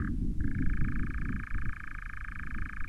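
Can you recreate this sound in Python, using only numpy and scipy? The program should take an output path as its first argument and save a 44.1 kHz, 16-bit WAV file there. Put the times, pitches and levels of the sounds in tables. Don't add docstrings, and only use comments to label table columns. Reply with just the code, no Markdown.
import sys
import numpy as np
from scipy import signal
from scipy.fft import rfft, irfft
from scipy.io import wavfile

SR = 44100
rng = np.random.default_rng(int(sys.argv[2]) if len(sys.argv) > 2 else 0)


def file_out(sig):
    cols = np.atleast_2d(sig).T
    lim = np.clip(cols, -1, 1)
    pcm = np.round(lim * 32767).astype(np.int16)
    wavfile.write(sys.argv[1], SR, pcm)


N = 127008
TIME = np.arange(N) / SR


def from_db(db):
    return 10 ** (np.asarray(db) / 20)


def rms_one(x):
    return x / np.sqrt(np.mean(x ** 2) + 1e-20)


def read_curve(rows, t):
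    time_s, *columns = np.transpose(rows)
    return [np.interp(t, time_s, column) for column in columns]


def noise(spectrum):
    freq_hz, level_db = np.transpose(spectrum)
    bins_hz = np.maximum(np.fft.rfftfreq(N, 1 / SR), 1)
    weight = from_db(np.interp(np.log(bins_hz), np.log(freq_hz), level_db))
    return rms_one(irfft(rfft(rng.standard_normal(N)) * weight, N))


def drift(corner_hz):
    bins_hz = np.fft.rfftfreq(N, 1 / SR)
    return rms_one(irfft(rfft(rng.standard_normal(N)) / (1 + (bins_hz / corner_hz) ** 2), N))


def hiss():
    # [dB per Hz, relative]
    hiss_colour = [(100, 0.5), (500, 7.5), (900, 5), (2000, 3), (4000, 0), (7000, -2), (10500, -3),
                   (12500, -8), (14000, -14)]
    return from_db(-69) * noise(hiss_colour)


def wind():
    # [dB, before its trim]
    deep_gusts = [(0.0, -36), (0.46, -31), (0.57, -35), (0.64, -30), (0.72, -32), (0.79, -31.5),
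                  (1.15, -35.5), (1.44, -36.5), (1.48, -58), (1.55, -29), (1.61, -35.5), (1.71, -35),
                  (1.77, -42.5), (2.33, -42), (2.66, -35.5), (2.68, -46), (2.84, -37), (2.86, -38.5)]
    # [dB, before its trim]
    upper_gusts = [(0, -36.5), (.15, -40.5), (.27, -33.5), (.38, -44.5), (.44, -35.5), (.59, -40.5),
                   (.625, -31.5), (.7, -41), (.76, -39), (.83, -38), (.96, -35.5), (1.16, -46.5),
                   (1.25, -39.5), (1.4, -40.5), (1.46, -58.5), (1.53, -53.5), (1.57, -38.5), (1.61, -55.5),
                   (1.67, -44), (1.74, -58), (1.97, -57), (2.02, -63.5), (2.14, -57), (2.3, -59),
                   (2.46, -45), (2.51, -56), (2.58, -44), (2.7, -52), (2.78, -55), (2.85, -54)]
    # [dB per Hz, relative]
    deep_colour = [(12, 6), (22, 0), (47, 0), (80, -8.5), (120, -16), (200, -31), (400, -76)]
    # [dB per Hz, relative]
    upper_colour = [(35, -19), (65, 2), (120, 0), (200, -0.5), (290, -3.5), (350, -15.5), (420, -28.5),
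                    (550, -44.5), (800, -82.5)]
    deep_trim_db, upper_trim_db = 3.5, 2.5
    flutter_db, flutter_hz = 3, 23.4

    deep_db, = read_curve(deep_gusts, TIME)
    deep = from_db(deep_db + deep_trim_db) * noise(deep_colour)
    upper_db, = read_curve(upper_gusts, TIME)
    fluttering = rms_one(noise(upper_colour) * from_db(flutter_db * drift(flutter_hz)))
    upper = from_db(upper_db + upper_trim_db) * fluttering
    return deep + upper


def surroundings(bird):
    # delay_s [s], strength [factor; negative turns the wave upside down]
    echoes = [(.00145, -.22), (.00208, -.21), (.00411, .05), (.00504, -.1), (.00602, -.11), (.00742, .15),
              (.00857, .13), (.01042, .09), (.01328, -.04), (.01498, -.07), (.0171, .04), (.0201, .03),
              (.0253, .03)]
    # level_db [dB], t60_s [s to fade by 60 dB], start_s [s]
    tails = [(-20, 0.19, 0.0098), (-29, 1.3, 0.023)]
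    # freq_hz [Hz], width_hz [Hz]
    dips = [(1950, 38), (2660, 27)]
    scatter_low_hz = 1540

    heard = bird.copy()
    for delay_s, strength in echoes:
        heard += strength * np.interp(TIME - delay_s, TIME, bird, left=0)
    high_pass = signal.butter(3, scatter_low_hz, "high", fs=SR, output="sos")
    scattered = signal.sosfilt(high_pass, bird)
    for level_db, t60_s, start_s in tails:
        tail = rng.standard_normal(N) * from_db(-60 * TIME / t60_s) * (TIME > start_s)
        tail = tail / np.linalg.norm(tail)
        heard += from_db(level_db) * signal.fftconvolve(scattered, tail)[:N]
    for freq_hz, width_hz in dips:
        heard = signal.lfilter(*signal.iirnotch(freq_hz, freq_hz / width_hz, fs=SR), heard)
    return heard


def add_note(whistle, octave, airflow, accent_s, effort_db, reach, ending_db=0):
    # time_s [s from its accent], pitch_hz [Hz], level_db [dB below the accent]
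    note = [(-.0076, 2540, -40), (-.0067, 2310, -14.6), (-.005, 2400, -11.6), (-.0022, 1820, -12.9),
            (-.0009, 1570, -4.1), (0, 1590, 0), (.0009, 1340, -5.8), (.0022, 1230, -13.7),
            (.004, 1130, -23.5), (.0065, 1050, -40)]
    bird_db, accent_hz, octave_db = -30.5, 1600, -24
    shape_scatter_db = 1.23
    scatter_db, pitch_scatter = 0.36, 0.0037
    flat_start_db = -11.5
    ending_s = 0.0021
    linger_per_db = 0.11

    time_s, pitch_hz, level_db = np.transpose(note)
    height = np.where(pitch_hz > accent_hz, reach, 1)
    pitch_hz = accent_hz + height * (pitch_hz - accent_hz)
    pitch_hz = pitch_hz * (1 + pitch_scatter * rng.standard_normal())

    level_db = level_db + ending_db * np.clip(time_s / ending_s, 0, 1) ** 2
    level_db = level_db + flat_start_db * (1 - reach) * np.clip(time_s / time_s[0], 0, 1)
    varies = level_db < level_db.max()
    level_db = level_db + shape_scatter_db * rng.standard_normal(len(time_s)) * varies

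    span = np.flatnonzero((TIME > accent_s + time_s[0]) & (TIME < accent_s + time_s[-1]))
    t = TIME[span] - accent_s
    linger = max(1 - linger_per_db * ending_db, .5)
    pitch_time_s = np.where(time_s > 0, time_s * linger, time_s)
    cycles = np.cumsum(np.interp(t, pitch_time_s, pitch_hz)) / SR
    phase = 2 * np.pi * (cycles + rng.random())
    swell = np.interp(t, time_s, from_db(level_db))
    gain = from_db(bird_db + effort_db + scatter_db * rng.standard_normal())

    whistle[span] += gain * swell * np.sin(phase)
    octave[span] += gain * reach * from_db(octave_db) * swell ** 2 * np.sin(2 * phase)
    airflow[span] += gain * reach * np.sqrt(swell)


def nightjar():
    # [dB, relative to the bird's basic level]
    closing_notes = [(.0004, 4.5), (0.0219, -1), (.0476, -0.2), (0.0759, 0.7)]
    # time_s [s], pace [notes per s]
    churr_pace = [(0.41, 27.92), (0.52, 27.61), (0.6, 27.02), (0.78, 26.82), (0.98, 27.23), (1.13, 26.66),
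                  (1.24, 27.26), (1.32, 28.02), (1.48, 27.2), (1.57, 26.89), (1.75, 27.45), (2.0, 27.16),
                  (2.17, 26.57), (2.3, 27.36), (2.39, 26.26), (2.58, 26.64), (2.68, 27.4), (2.85, 26.44)]
    # [dB, change in the notes' low ending]
    churr_effort = [(.41, -7, 0.34, -12), (.48, -4, 0.71, -11), (0.548, -3, 0.86, -11),
                    (0.782, -0.5, 0.98, 0), (1.3, 0, 0.98, 0.5), (2.85, 1.05, 1.0, 0.5)]
    # [dB per Hz, relative]
    rasp_colour = [(1500, -52), (2700, -1), (2900, 8), (3300, -9), (4500, -6), (8000, -20)]
    closing_reach = 0.485
    churr_start_s = .4079
    voice_low_hz, voice_high_hz = 840, 3040
    ring_hz, ring_width_hz = 3084, 53
    rasp_db = -38

    whistle, octave, airflow = np.zeros((3, N))
    for accent_s, effort_db in closing_notes:
        add_note(whistle, octave, airflow, accent_s, effort_db, closing_reach)

    clock_s = churr_start_s + TIME
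    pace, = read_curve(churr_pace, clock_s)
    note_count = np.cumsum(pace) / SR
    accents_s = np.interp(np.arange(int(note_count[-1])), note_count, clock_s)
    efforts = read_curve(churr_effort, accents_s)
    for accent_s, effort_db, reach, ending_db in zip(accents_s, *efforts):
        add_note(whistle, octave, airflow, accent_s, effort_db, reach, ending_db)

    throat = signal.butter(3, [voice_low_hz, voice_high_hz], "band", fs=SR, output="sos")
    voice = signal.sosfilt(throat, whistle + 1e-18)
    resonance = signal.iirpeak(ring_hz, ring_hz / ring_width_hz, fs=SR)
    ringing = signal.lfilter(*resonance, octave + 1e-18)
    rasp = from_db(rasp_db) * airflow * noise(rasp_colour)
    return voice + ringing + rasp


def scene():
    return (surroundings(nightjar()) + wind() + hiss())[None]


def record(dry):
    cutoff_hz = 14800
    faded = dry * np.clip(TIME / .003, 0, 1)
    return signal.sosfilt(signal.cheby2(12, 70, cutoff_hz, fs=SR, output="sos"), faded)


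dry = scene()
out = record(dry)
file_out(out)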